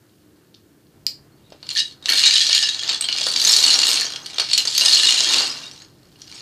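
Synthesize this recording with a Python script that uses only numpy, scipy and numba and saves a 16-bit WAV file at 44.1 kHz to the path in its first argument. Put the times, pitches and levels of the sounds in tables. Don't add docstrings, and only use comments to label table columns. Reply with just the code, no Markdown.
import sys
import numpy as np
from scipy import signal
from scipy.fft import rfft, irfft
from scipy.io import wavfile
from scipy.ndimage import uniform_filter1d, minimum_filter1d
from numba import njit

SR = 44100
rng = np.random.default_rng(int(sys.argv[2]) if len(sys.argv) > 2 else 0)


def to_wav(s):
    ch = np.atleast_2d(s).T
    pcm = np.round(np.clip(ch, -1, 1) * 32767)
    wavfile.write(sys.argv[1], SR, pcm.astype(np.int16))


def invert_db(x):
    u = np.asarray(x, float) / 20
    return 10 ** u


N = 282681

# start_s, level_db, pitch_hz, t60_s, treble_db, thud_db
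KNOCKS = [(1.5033, -35.5, 4440, 0.009, -14, -44), (1.5255, -32, 4530, 0.009, -33, -10),
          (1.6288, -22, 4370, 0.014, -35, -18), (1.6434, -42, 4430, 0.01, -31, -34),
          (1.6562, -32.5, 4440, 0.021, -27, -16), (1.6678, -20, 3440, 0.011, -35, -43),
          (1.6902, -8, 4260, 0.0098, -21, -51), (1.7034, -9.5, 4220, 0.018, -32, -57),
          (1.7104, -7, 4160, 0.012, -33, -57), (1.7163, -18, 4270, 0.013, -23, -53),
          (1.7519, -10, 4460, 0.012, -29, -52), (1.76, -9.5, 4280, 0.045, -19, -32),
          (1.7755, -3.5, 4270, 0.012, -36, -46), (1.7858, -4, 4460, 0.031, -31, -60),
          (1.8021, 1, 3880, 0.026, -34.5, -60), (1.8128, -14, 4120, 0.016, -28, -60),
          (1.8679, -34, 3770, 0.029, -28, -39), (1.9105, -25, 4270, 0.033, -26, -36),
          (1.9226, -26, 4400, 0.016, -22, -33), (2.0252, -22.5, 3780, 0.03, -21.5, -36),
          (2.0397, -27, 3620, 0.01, -26, -40), (2.0578, -2, 3820, 0.01, -33.5, -38.5),
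          (2.066, -17, 3470, 0.011, -29.5, -45), (2.079, -21, 3880, 0.0071, -28.5, -45),
          (2.085, -5.5, 4430, 0.01, -33, -43), (2.0911, 5, 4290, 0.014, -33, -56),
          (2.0988, 5.5, 4330, 0.01, -30.5, -38), (2.1002, -9, 3300, 0.02, -14.5, -30),
          (2.1206, 2, 4440, 0.022, -20.5, -35.5), (2.1336, -2, 3650, 0.024, -21, -22),
          (2.157, -2.5, 4290, 0.048, -19.5, -47), (2.1754, -4, 4290, 0.013, -22, -53),
          (2.1832, 1, 4260, 0.023, -27, -50), (2.2016, -0.5, 4360, 0.009, -25, -52.5),
          (2.2094, -3, 3900, 0.034, -30, -43), (2.2364, 8, 4200, 0.014, -31.5, -42),
          (2.259, 13, 3854, 0.021, -29.5, -50), (2.2676, -0.5, 4100, 0.024, -27, -46),
          (2.309, 4, 4700, 0.01, -28.5, -53.5), (2.3343, -1.5, 3970, 0.054, -28.5, -52),
          (2.3556, 4.5, 3750, 0.026, -30, -57), (2.3648, 4, 2980, 0.019, -30.5, -58),
          (2.3803, 2.5, 3930, 0.026, -25.5, -59), (2.4059, 2, 3930, 0.01, -35, -60),
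          (2.4117, 3, 4110, 0.031, -26, -60), (2.4336, -8.5, 4760, 0.04, -24.5, -52),
          (2.4517, -12, 4900, 0.043, -32, -55.5), (2.4673, -23, 4230, 0.018, -33, -56),
          (2.4924, -5.5, 3760, 0.029, -29, -22), (2.5077, -5.5, 4240, 0.011, -32, -38),
          (2.529, 7, 4510, 0.01, -26, -54), (2.5466, -2, 4490, 0.025, -29, -54),
          (2.5491, 12, 4200, 0.014, -17, -59), (2.5596, -8, 4160, 0.0071, -22.5, -60),
          (2.5897, -3.5, 4450, 0.012, -26, -49.5), (2.627, -2, 4650, 0.019, -28, -28),
          (2.6364, 1, 5140, 0.02, -35, -50), (2.6442, -5, 3940, 0.056, -34.5, -50),
          (2.674, -11.5, 5080, 0.028, -23.5, -51), (2.6897, 0, 3860, 0.026, -21, -59),
          (2.717, -18, 4600, 0.025, -24.5, -53), (2.745, -15, 4360, 0.017, -15, -45),
          (2.7934, -7, 3310, 0.028, -34, -42), (2.8002, -17, 4200, 0.031, -20, -46),
          (2.826, -13, 4310, 0.025, -19, -21), (2.8385, -15, 4230, 0.025, -27, -47),
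          (2.878, -20, 4580, 0.025, -32, -42), (2.8917, -1, 4330, 0.011, -38, -53),
          (2.8963, -3, 3810, 0.028, -22, -52), (2.9174, -8, 4380, 0.024, -32, -45),
          (2.929, -6, 4650, 0.012, -25, -45), (2.9339, -10, 3620, 0.034, -20, -41),
          (2.945, -5, 3420, 0.03, -26, -51), (2.96, -12.5, 4400, 0.018, -21, -45),
          (2.9766, -19, 4460, 0.014, -24, -45), (3.0095, -6, 8130, 0.011, 4, -24),
          (3.0219, -9.5, 4080, 0.014, -20, -43), (3.024, -9, 3960, 0.035, -15, -39),
          (3.042, -4.5, 3220, 0.029, -29.5, -30), (3.053, -9, 4420, 0.018, -27, -46),
          (3.0869, -2, 3010, 0.015, -33, -24.5), (3.098, -13.5, 4190, 0.012, -26, -43),
          (3.1076, -14, 4600, 0.024, -29, -44), (3.118, -10, 2970, 0.024, -35, -47),
          (3.1266, -2.5, 4270, 0.018, -30, -52), (3.1313, -13, 4360, 0.029, -35, -47),
          (3.1496, -14.5, 2890, 0.024, -34, -51), (3.1625, -5, 4280, 0.018, -33, -49),
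          (3.172, -9, 4870, 0.012, -28.5, -47), (3.1777, -9.5, 5000, 0.019, -21, -27.5),
          (3.1845, -2.5, 4220, 0.01, -26, -53), (3.1987, -9, 4600, 0.022, -30, -46),
          (3.2106, -6, 4980, 0.012, -26, -23.5), (3.2152, -5.5, 3320, 0.02, -21, -45),
          (3.2317, -12, 4500, 0.014, -25, -37), (3.24, -6.5, 5330, 0.018, -23, -40),
          (3.2669, -2, 3470, 0.017, -16, -14.5), (3.2862, -5.5, 4450, 0.025, -15, -45),
          (3.3002, -5.5, 4540, 0.034, -25, -42.5), (3.321, -11, 4430, 0.028, -31, -46),
          (3.3388, -3, 3960, 0.015, -39, -42), (3.3609, 5, 4440, 0.012, -40, -55.5),
          (3.3724, -6, 4570, 0.024, -37, -48), (3.399, -1.5, 4070, 0.033, -32.5, -50.5),
          (3.4163, -0.5, 4710, 0.038, -18.5, -52), (3.4495, 6, 6160, 0.023, -22.5, -53.5),
          (3.4726, 2, 6800, 0.025, -14.5, -23.5), (3.4863, -4, 4210, 0.037, -19, -42),
          (3.495, 6, 4330, 0.0095, -17.5, -48), (3.529, 7, 4400, 0.0095, -28, -50),
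          (3.536, 4.5, 4490, 0.013, -24.5, -49), (3.543, -4, 4320, 0.027, -23, -46),
          (3.5639, 7.5, 4510, 0.014, -13, -46.5), (3.5695, -0.5, 4090, 0.032, -14, -43),
          (3.5854, -1.5, 3970, 0.049, -22.5, -24), (3.604, -1.5, 4350, 0.016, -16.5, -43),
          (3.6139, -3.5, 4380, 0.018, -22, -49), (3.627, -3.5, 4270, 0.013, -17, -45),
          (3.6378, 8, 4440, 0.04, -34, -54), (3.664, 0.5, 4300, 0.019, -17, -49),
          (3.68, 2.5, 4440, 0.019, -14, -45), (3.7038, 1.5, 4140, 0.024, -17, -35),
          (3.71, 1, 4020, 0.031, -16.5, -44), (3.7307, -3.5, 4170, 0.037, -19, -44),
          (3.7403, 3.5, 5550, 0.032, -28, -45), (3.7564, 0, 5620, 0.03, -20, -22.5),
          (3.79, 4.5, 4550, 0.008, -25, -30.5), (3.7996, -3, 4220, 0.015, -24, -23),
          (3.8167, 1, 4300, 0.0069, -25, -42), (3.8314, -2, 4460, 0.007, -39, -46),
          (3.8348, 0.5, 4440, 0.04, -30, -48), (3.8534, -6, 4270, 0.025, -26, -48),
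          (3.8687, -4, 3880, 0.024, -29, -43), (3.8816, -1.5, 4410, 0.017, -6, -51),
          (3.903, -6.5, 5080, 0.036, -21, -41), (3.9253, -9, 4330, 0.039, -18, -41),
          (3.941, -4, 6520, 0.024, -18, -40), (3.9586, -4.5, 4480, 0.011, -14, -28),
          (3.967, -6, 4240, 0.028, -7, -34), (3.9736, -5, 4380, 0.025, -22, -48),
          (3.9992, -4.5, 4130, 0.029, -13, -22), (4.01, -3.5, 4530, 0.022, 2, -46),
          (4.0162, -5, 4340, 0.021, -19, -44), (4.0295, -8, 4240, 0.021, -29, -36),
          (4.0446, -13, 4180, 0.013, -29, -14), (4.0515, -9.5, 4500, 0.023, -24, -42),
          (4.0654, -11, 3250, 0.02, -25, -38), (4.103, -17, 4160, 0.015, -15, -37),
          (4.1216, -15, 4070, 0.034, -12, -37), (4.1358, -13, 3300, 0.023, -30, -34),
          (4.16, -6, 4170, 0.012, -40, -49), (4.167, -31, 3930, 0.026, -33, -39),
          (4.2179, -28, 4890, 0.025, -31, -35), (4.2442, -24, 4300, 0.04, -23, -37),
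          (4.26, -16.5, 4340, 0.011, -4, -40), (4.264, -15, 4380, 0.014, -10, -47),
          (4.3, -26, 4370, 0.0097, -15, -38), (4.3063, -19, 4400, 0.012, -18, -44),
          (4.3319, -20, 3700, 0.022, -19, -21.5), (4.3433, -16.5, 6300, 0.025, -18, -39),
          (4.3834, -0.5, 4450, 0.015, -32, -22), (4.3978, 1.5, 4360, 0.017, -20.5, -23),
          (4.4057, -5, 4770, 0.0056, -28, -40), (4.4172, -15, 4270, 0.025, -26, -15.5),
          (4.4336, -29.5, 4490, 0.027, -33, -37), (4.445, -18, 4510, 0.015, -30, -39),
          (4.498, -13.5, 4440, 0.032, -36, -46), (4.509, -10, 3870, 0.037, -24, -49),
          (4.514, -2, 4460, 0.027, -35, -31), (4.5326, 6.5, 4395, 0.02, -19, -60),
          (4.5557, -12, 4290, 0.017, -14, -36), (4.5775, 7, 6870, 0.01, -2, -58),
          (4.5809, 1.5, 4120, 0.044, -13, -54), (4.6528, -5.5, 6330, 0.02, -22.5, -20.5),
          (4.6732, -0.5, 4490, 0.026, -27, -54), (4.6788, -4, 5040, 0.023, -27, -27.5),
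          (4.684, -10, 4520, 0.024, -30.5, -42), (4.7263, -12, 4570, 0.029, -21, -47.5),
          (4.7501, -2, 4410, 0.028, -10, -58), (4.7665, -4.5, 4530, 0.023, -23, -60.5),
          (4.7792, 8, 4600, 0.011, 2, -62), (4.7965, -4.5, 4670, 0.0077, -16, -60),
          (4.8102, 3.5, 3970, 0.0078, -19.5, -49), (4.8156, 0, 4010, 0.035, -20, -22.5),
          (4.8504, -1.5, 4230, 0.012, -14, -32), (4.8593, 7, 5020, 0.029, -18, -33),
          (4.8814, 3, 3780, 0.023, -26.5, -45), (4.894, 1.5, 4284, 0.018, -27, -44),
          (4.9227, 0, 4340, 0.03, -36, -51.5), (4.9345, 4.5, 4295, 0.045, -32, -52),
          (4.9515, -2, 4230, 0.038, -30, -44), (4.9698, 2, 4460, 0.019, -33, -50),
          (4.9977, 3, 3930, 0.027, -23, -40), (5.0334, 0.5, 4110, 0.04, -14, -45),
          (5.0706, 5, 3784, 0.033, -26, -50), (5.0862, 3.5, 2903, 0.035, -22, -48),
          (5.0947, -1, 4200, 0.042, -22, -57), (5.143, -3, 4370, 0.019, -23, -22.5),
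          (5.1767, 0, 4000, 0.037, -23, -45), (5.187, -5, 4300, 0.022, -25, -49),
          (5.198, -9, 3800, 0.024, -15, -48), (5.2053, 0, 3920, 0.026, -24, -22),
          (5.2337, -7, 3230, 0.04, -25, -25), (5.264, -14, 4100, 0.008, -31, -43),
          (5.272, -2, 3300, 0.03, -40, -51), (5.2776, -11, 4320, 0.047, -31, -43),
          (5.2928, -7, 3730, 0.049, -19.5, -45), (5.3203, -13, 4330, 0.014, -15, -40),
          (5.325, -5, 4120, 0.032, -13, -40), (5.336, 2.5, 3656, 0.027, -15, -45),
          (5.3429, 1.5, 3440, 0.011, -21, -44), (5.362, -5, 3880, 0.034, -20, -39),
          (5.3715, -11.5, 4650, 0.048, -18, -16), (5.3836, -3, 4500, 0.045, -20, -39),
          (5.398, -5, 4100, 0.036, -17, -39), (5.4061, -4.5, 4450, 0.013, -18, -15),
          (5.4197, -4, 4900, 0.031, -19, -39), (5.4328, -7, 4290, 0.024, -25, -39),
          (5.4517, -9, 4300, 0.025, -24, -34), (5.477, -10.5, 4500, 0.02, -7, -40),
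          (5.4987, -14, 4980, 0.028, -27, -43), (5.5223, -19, 4580, 0.017, -13, -37),
          (5.5334, -29, 4400, 0.015, -24, -17), (5.5683, -19, 4060, 0.026, -28, -38),
          (5.587, -24, 4100, 0.009, -31, -40), (5.6165, -26, 4340, 0.021, -30, -41),
          (5.6327, -23, 3730, 0.028, -28, -41), (5.6414, -24, 3700, 0.028, -28, -36),
          (5.6647, -22, 3770, 0.04, -19, -34), (5.6805, -28, 4670, 0.029, -23, -32),
          (5.7132, -24, 5500, 0.02, -16, -33), (5.7344, -30, 4460, 0.024, -20, -31),
          (5.745, -34, 3960, 0.012, -21, -35), (5.7607, -31, 4240, 0.014, -29, -37),
          (5.7766, -29, 3960, 0.029, -25, -39), (5.8016, -30, 4100, 0.022, -18, -34),
          (5.809, -33, 4430, 0.042, -22, -14), (5.8197, -24.5, 4150, 0.0091, -22, -26),
          (5.8472, -33, 4560, 0.016, -24, -35), (6.158, -38, 4400, 0.015, -18, -31),
          (6.2078, -39, 4450, 0.022, -25, -33), (6.2183, -23.5, 5650, 0.014, -15, -34),
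          (6.2286, -48, 5900, 0.025, -20, -34), (6.2399, -47, 5700, 0.018, -22, -31),
          (6.278, -30, 2900, 0.01, -28, -34), (6.2987, -33, 3590, 0.009, -17, -28.5),
          (6.315, -23.5, 4080, 0.011, -20, -38), (6.325, -24.5, 4570, 0.008, -28, -38),
          (6.3416, -27, 4560, 0.033, -14, -35), (6.3528, -28, 5290, 0.015, -17, -42),
          (6.365, -28, 5470, 0.04, -17, -34), (6.379, -24, 4530, 0.008, -30, -40),
          (6.3855, -28, 4340, 0.021, -21, -34), (6.4059, -23.5, 4430, 0.0063, -31, -47)]
# low_hz, high_hz
THUD_RANGE_HZ = (554, 660)


def knocks(contacts=2):
    start_s, level_db, pitch_hz, t60_s, treble_db, thud_db = np.transpose(KNOCKS)
    thud_hz = np.interp(rng.random(len(start_s)), (0, 1), THUD_RANGE_HZ)
    size = invert_db(level_db)
    start = (start_s * SR).astype(int)

    order = np.arange(contacts)
    late_s = 0.003 * np.cumsum(rng.random((len(start_s), contacts)), axis=1) * (order > 0)
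    contact_s = (start_s[:, None] + late_s).ravel()
    contact_size = (size[:, None] * invert_db(-7 * order)).ravel()
    hardness = np.repeat(np.minimum(1, 0.016 / t60_s) ** 0.36, contacts)
    contact_treble_db = np.repeat(treble_db, contacts) + 18.5
    body = bricks(contact_s, contact_size * hardness, contact_treble_db,
                  scatter_db=4.5, detune=0.0368, crack_db=8.5)

    slow = ring(start, pitch_hz, t60_s, size, N, 1. * SR)
    fast = ring(start, pitch_hz, t60_s * 0.44, size, N, 1. * SR)
    own = 0.91 * slow - 0.96 * fast

    thud = ring(start, thud_hz, np.full(len(start_s), 0.022), size * invert_db(thud_db - 4), N, 1. * SR)
    thud = thud + colour(bursts(start, size * invert_db(thud_db - 5.5), 0.0088), PAPER)
    no_bass = signal.butter(2, 350, "highpass", fs=SR, output="sos")
    return invert_db(-20) * body + signal.sosfilt(no_bass, invert_db(-3) * own + invert_db(-2) * thud)


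# mode_hz, level_db, t60_s
BRICK_MODES = [(2400, -12, 0.027), (2824, -5.5, 0.037), (3167, -8, 0.059), (3900, -44, 0.0174),
               (4440, -35, 0.039), (5080, -7, 0.06), (5605, -2.5, 0.056), (6456, 0.5, 0.053),
               (6900, 0, 0.06), (8100, -1, 0.054), (9990, -5, 0.03)]
# freq_hz, level_db_per_hz
CRACK_COLOUR = [(530, -53.5), (900, -47), (1740, -24.5), (2600, 4), (2820, 7), (3480, 15), (4310, 17.5),
                (5320, 11.5), (8330, -13.5), (13800, -29), (15000, -54)]
# time_s, lift_2700hz_db, lift_5300hz_db, lift_6700hz_db
PIECES = [(1.6, 8.5, -4, -3), (1.8, -4.5, -13, -3), (2.1, 3.5, -7, -3), (2.3, -0.5, -12, 0.5),
          (2.55, -5, 3.5, -2), (2.8, 1.5, -13, 4.5), (3.1, 4, -12, -5), (3.4, -3.5, 4.5, 0.5),
          (3.6, -4, 5.5, 0.5), (3.8, 1, -3.5, 0.5), (4.05, 4, 8.5, -0.5), (4.4, 6, 3.5, -5),
          (4.7, -3.5, -2, 0), (4.9, -6.5, -4, -3), (5.1, 1.5, 2, 1.5), (5.3, 1.5, -3, 0),
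          (5.55, 5.5, 7, 0.5), (5.9, 5, 4, -1.5)]
PIECE_EDGES_HZ = (3500, 4700, 6000, 7500)


def bricks(start_s, size, treble_db, scatter_db, detune, crack_db):
    mode_hz, mode_db, t60_s = np.transpose(BRICK_MODES)
    luck = rng.standard_normal((len(start_s), 3, len(mode_hz)))
    start = np.minimum(start_s * SR, N - 1).astype(int)

    time_s, low_db, mid_db, high_db = np.transpose(PIECES)
    flat_db = 0 * time_s
    bands_db = (low_db, flat_db, mid_db, high_db, flat_db)
    lifts_db = np.transpose([np.interp(start_s, time_s, band_db) for band_db in bands_db])
    lift_db = lifts_db[:, np.searchsorted(PIECE_EDGES_HZ, mode_hz)]
    tilt_db = np.minimum(treble_db, 4)[:, None] * np.clip((mode_hz - 6000) / 3000, 0, 1)
    gain = size[:, None] * invert_db(mode_db + scatter_db * luck[:, 0] + tilt_db + lift_db)
    cap_s = np.minimum(0.024, 90 / mode_hz)
    damped_s = np.minimum(t60_s, cap_s) * np.exp(0.25 * luck[:, 2])
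    tuned_hz = mode_hz * (1 + detune * mode_hz / 4000 * luck[:, 1])
    modes = ring(np.repeat(start, len(mode_hz)), tuned_hz.ravel(), damped_s.ravel(), gain.ravel(),
                 N, 1. * SR)

    crack = colour(bursts(start, size * 1.17, 0.00098), CRACK_COLOUR)
    top = signal.butter(2, (7500, 13500), "bandpass", fs=SR, output="sos")
    tick = signal.sosfilt(top, bursts(start, size * invert_db(treble_db), 0.0015))
    small = signal.butter(3, (1300, 10000), "bandpass", fs=SR, output="sos")
    return signal.sosfilt(small, modes) + invert_db(crack_db) * crack + invert_db(-16.5) * tick


# time_s, rattle_db, treble_db, paper_db
SWEEP = [(0, -66, -16, -67.5), (1.2, -70.5, -1, -69.5), (1.6, -57, -23, -68.5), (1.74, -38, 5, -58),
         (1.77, -15, -27, -57), (1.805, -19.5, -15, -66), (1.83, -45, -10, -59), (1.87, -38, -13, -60),
         (1.99, -65, -30, -66), (2.101, -18.5, 0.5, -39), (2.25, -11, -25.5, -47.5),
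         (2.55, -15.5, -23.5, -52.5), (2.76, -27, -31, -51.5), (2.9, -21, -46, -42.5),
         (3.0, -36, -46.5, -49), (3.16, -22, -24.5, -46.5), (3.34, -21, -16, -42.5), (3.44, -16, -4, -40),
         (3.57, -15, -3, -37), (3.72, -12.5, -18.5, -34.5), (3.782, -18.5, -14, -37),
         (3.82, -14.5, -24, -38), (3.89, -14, -2, -37.5), (4.08, -31.5, -31, -43.5), (4.22, -43, -11, -50),
         (4.47, -25.5, -31, -52), (4.6, -26, -12.5, -46.5), (4.72, -19.5, -21, -52), (4.86, -11, -14, -38),
         (5.2, -14, -24.5, -42.5), (5.364, -14.5, -21.5, -33), (5.56, -31.5, -24, -45),
         (5.94, -60.5, -8, -70), (6.2, -52, -1, -65.5), (6.41, -40.5, -22, -53.5)]
# freq_hz, level_db_per_hz
PAPER = [(120, -28), (250, 2), (500, -1), (1000, 1.5), (1800, 2), (3000, -22)]


def sweep(count=4500):
    time_s, rattle_db, treble_db, paper_db = np.transpose(SWEEP)
    luck = rng.random((count, 2))
    start_s = luck[:, 0] * N / SR
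    scatter_db = -2.6 * np.log(1 - 0.995 * luck[:, 1])
    size = invert_db(scatter_db + np.interp(start_s, time_s, rattle_db) - 21)
    rattle = bricks(start_s, size, np.interp(start_s, time_s, treble_db) + 23,
                    scatter_db=5, detune=0.032, crack_db=9)
    level_db = np.interp(np.arange(N) / SR, time_s, paper_db) + 1.47 * walk(60)
    return rattle + colour(rng.standard_normal(N) * invert_db(level_db), PAPER)


def piece(table, pitch_hz, spread, t60_s, swarm_db, count=400, contacts=3):
    clear_s, clear_db = np.transpose(table)
    order = np.arange(contacts)
    late_s = 0.014 * np.cumsum(rng.random((len(clear_s), contacts)), axis=1) * (order > 0)
    contact_db = clear_db[:, None] - 4.3 * order

    luck = rng.random((count, 2))
    hand_s, rattle_db = np.transpose(SWEEP)[:2]
    lesser_s = luck[:, 0] * N / SR
    lesser_db = np.interp(lesser_s, hand_s, rattle_db) + 12 * luck[:, 1] + swarm_db

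    start_s = np.append(clear_s[:, None] + late_s, lesser_s)
    size = invert_db(np.append(contact_db, lesser_db))
    tuned_hz = pitch_hz * (1 + spread * (rng.random(len(start_s)) - 0.5))
    rings = ring((start_s * SR).astype(int), tuned_hz, np.full(len(start_s), t60_s), size, N, 1. * SR)
    return signal.lfilter(*signal.butter(2, (pitch_hz / 1.08, pitch_hz * 1.28), "bandpass", fs=SR), rings)


# start_s, level_db
LONG = [(1.6265, -43), (1.69, -23), (1.751, -30), (1.7862, -15.5), (2.0573, -36), (2.0897, -18.5),
        (2.1965, -30.5), (2.2368, -7), (2.3666, -19), (2.5073, -13), (2.55, -9), (2.6326, -10),
        (2.8944, -24), (3.0885, -13), (3.3379, -33), (3.4347, -32), (3.626, -14), (3.6743, -6.5),
        (3.83, -20), (3.8806, -22), (4.382, -20.5), (4.5826, -8.5), (4.815, -8.5), (4.865, -14),
        (4.9712, -10), (5.0333, -8), (5.0886, -11), (5.17, -12), (5.3234, -14), (5.4246, -18.5)]


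def long_piece():
    return invert_db(-2) * piece(LONG, 2865, spread=0.03, t60_s=0.034, swarm_db=-17)


# start_s, level_db
HOLLOW = [(1.7604, -19), (1.7883, -28), (2.0852, -17.5), (2.1241, -21), (2.1834, -24), (2.3351, -17),
          (2.4084, -19.5), (2.43, -35), (2.4503, -29), (2.495, -26), (2.5167, -22), (2.59, -24),
          (2.64, -23), (1.775, -21), (1.803, -31), (2.5646, -24), (2.6199, -23), (2.6733, -24.5),
          (2.8265, -28.5), (2.72, -34), (2.77, -35), (2.8903, -29.5), (2.94, -30), (3.4905, -24),
          (3.9055, -29), (4.0168, -21), (4.8894, -26), (5.0305, -20), (5.2624, -25.5), (5.4194, -32)]


def hollow_piece():
    return piece(HOLLOW, 1780, spread=0.04, t60_s=0.036, swarm_db=-28.5)


# start_s, level_db, pitch_hz, t60_s
NOTES = [(1.442, -53, 3800, .02), (1.452, -52, 3670, .02), (1.463, -47, 3880, .025), (1.47, -48, 3660, .02),
         (1.481, -53, 3750, .025), (1.32, -58, 4330, 0.051), (1.365, -61, 4500, 0.054),
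         (1.5218, -26.5, 610, 0.012), (1.849, -40, 3900, 0.025), (1.768, -14, 4260, 0.016),
         (1.793, -9, 5060, 0.014), (1.795, -18.5, 5980, .03), (1.703, -24, 7000, .03),
         (2.11, -16, 2270, .04), (2.124, -17.5, 1620, 0.045), (2.14, -16, 2280, .03),
         (2.199, -19, 1880, 0.028), (2.26, -19, 1650, .03), (2.244, -9, 4000, .025),
         (2.251, -5, 3750, .025), (2.252, -14, 7000, .04), (2.255, -15, 8600, .03), (2.411, -9, 3320, .05),
         (2.53, -19, 2340, .06), (2.528, -9, 3260, .05), (2.571, -14, 3190, .04), (2.72, -23, 3260, 0.032),
         (2.81, -18, 3270, .05), (4.536, -13, 6980, 0.032), (4.537, -9, 4450, 0.019),
         (4.61, -26, 6400, 0.039), (5.48, -25, 2920, .03), (5.73, -46, 8170, 0.054),
         (5.79, -38, 6180, 0.019), (6.22, -38, 3350, 0.023), (6.345, -39, 8040, .04),
         (3.01, -6.5, 8100, 0.025), (3.21, -27, 600, 0.048), (3.279, -17.5, 4520, 0.058),
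         (5.5, -13.5, 5030, 0.038), (5.51, -28, 5600, 0.042), (5.633, -35, 3750, 0.064),
         (5.633, -32, 2790, 0.067), (5.631, -39, 6200, 0.053), (5.665, -35, 3770, 0.047),
         (5.717, -41, 6000, 0.11), (5.822, -37, 6640, 0.042), (5.846, -45, 4550, 0.035),
         (6.217, -30, 5870, 0.02), (6.345, -37, 6700, .04), (6.39, -38, 6700, .04),
         (4.056, -16.5, 6560, .025), (3.93, -15.5, 8500, 0.049), (4.225, -35, 6400, 0.12),
         (3.519, -6, 7500, 0.025)]


def notes():
    start_s, level_db, pitch_hz, t60_s = np.transpose(NOTES)
    start = (start_s * SR).astype(int)
    slow = ring(start, pitch_hz, t60_s, invert_db(level_db), N, 1. * SR)
    fast = ring(start, pitch_hz, t60_s * 0.15, invert_db(level_db), N, 1. * SR)
    return slow - fast


# start_s, level_db
SNAPS = [(1.0663, -9.5), (1.068, -18), (1.0708, -27), (1.073, -28), (1.078, -29), (4.12, -30), (6.274, -41)]
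# freq_hz, level_db_per_hz
SNAP_COLOUR = [(300, -33), (600, -14), (1100, -23), (2000, -10.5), (3300, -6), (4200, -1.5), (4800, 6),
               (5500, -3.5), (6200, -13), (7300, -4), (9000, -17), (14500, -13)]
# start_s, level_db
TICKS = [(0.5431, -36), (0.5468, -35), (0.5485, -44), (1.5224, -33)]


def snaps_and_ticks():
    out = np.zeros(N)
    for table, points in ((SNAPS, SNAP_COLOUR), (TICKS, CRACK_COLOUR)):
        start_s, level_db = np.transpose(table)
        out += colour(bursts((start_s * SR).astype(int), invert_db(level_db), decay_s=0.0007), points)
    return out


def room(x):
    t60_s, level_db = 0.22, -7
    t = np.arange(int(0.5 * SR)) / SR
    tail = rng.standard_normal(len(t)) * invert_db(-60 * t / t60_s) * np.clip((t - 0.002) / 0.0058, 0, 1)
    tail = signal.lfilter([1], [1, -0.3], tail)
    return invert_db(level_db) * signal.fftconvolve(x, tail / np.sqrt(np.sum(tail ** 2)))[:N]


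def port(x):
    peak_hz, width_hz, level_db = 4450, 590, -8
    return invert_db(level_db) * signal.lfilter(*signal.iirpeak(peak_hz, peak_hz / width_hz, SR), x)


# freq_hz, level_db_per_hz
HOUSE_COLOUR = [(15, -31.5), (25, -22), (48, -34), (72, -7.5), (107, -2.5), (233, -6), (266, -12.5),
                (304, -1.5), (388, -7.5), (456, -12), (700, -21.5), (916, -41), (1700, -81), (2110, -29.5),
                (6340, -30), (13800, -31.5), (15400, -23)]
# centre_hz, width_hz, level_db, start_s
HUMS = [(300, 71, -67.5, 0), (119, 130, -57.5, 0.9)]
# pitch_hz, level_db, start_s
TONES = [(143, -59, 0.94), (290, -61.5, 0.02)]


def house():
    out = colour(rng.standard_normal(N), HOUSE_COLOUR) * invert_db(-55 + 0.14 * walk(0.84))
    t = np.arange(N) / SR
    for centre_hz, width_hz, level_db, start_s in HUMS:
        rumble = signal.lfilter(*signal.iirpeak(centre_hz, centre_hz / width_hz, SR), rng.standard_normal(N))
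        out += rumble / rumble.std() * invert_db(level_db) * np.clip((t - start_s) / 0.051, 0, 1)
    for pitch_hz, level_db, start_s in TONES:
        phase = 2 * np.pi * np.cumsum(pitch_hz * (1 + 0.012 * walk(6))) / SR
        fade = np.clip((t - start_s) / 0.05, 0, 1)
        out += np.sin(phase) * invert_db(level_db + 1.5 * walk(8)) * fade
    return out


def colour(x, points):
    hz, db = np.transpose(points)
    f = np.maximum(np.arange(2049) * SR / 4096, 1)
    log_gain = np.interp(np.log(f), np.log(hz), db) * np.log(10) / 20
    cepstrum = irfft(log_gain)
    cepstrum[1:2048] *= 2
    cepstrum[2049:] = 0
    h = irfft(np.exp(rfft(cepstrum)))[:2048]
    return signal.fftconvolve(x, h / np.sqrt(np.sum(h ** 2)))[:N]


@njit
def ring(start, hz, t60, size, n, sr):
    y = np.zeros(n)
    for k in range(len(start)):
        turn = np.exp(2j * np.pi * hz[k] / sr - np.log(1000) / (t60[k] * sr))
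        z = size[k] + 0j
        for i in range(start[k], min(n, start[k] + int(t60[k] * sr))):
            y[i] += z.imag
            z *= turn
    return y


def bursts(start, size, decay_s):
    kick = np.bincount(start, size, N)[:N]
    return signal.lfilter([1], [1, -np.exp(-1 / (decay_s * SR))], kick) * rng.standard_normal(N)


def walk(rate_hz):
    hold = int(SR / rate_hz)
    steps = np.repeat(rng.standard_normal(N // hold + 1), hold)
    return 1.754 * uniform_filter1d(steps, hold)[:N]


def scene():
    near = knocks() + sweep() + long_piece() + hollow_piece() + notes() + snaps_and_ticks()
    near = near + room(near)
    return (near + port(near) + house())[None]


def roll_off(x):
    return signal.sosfilt(signal.butter(12, 15660, fs=SR, output="sos"), x)


def record(dry):
    x = signal.sosfilt(signal.ellip(8, 0.2, 70, 14600, fs=SR, output="sos"), dry)
    ceiling = 0.95
    gain = minimum_filter1d(ceiling / np.maximum(np.abs(x), ceiling), size=133)
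    gain = uniform_filter1d(uniform_filter1d(gain, size=66), size=66)
    return roll_off(x * gain)


dry = scene()
out = record(dry)
to_wav(out)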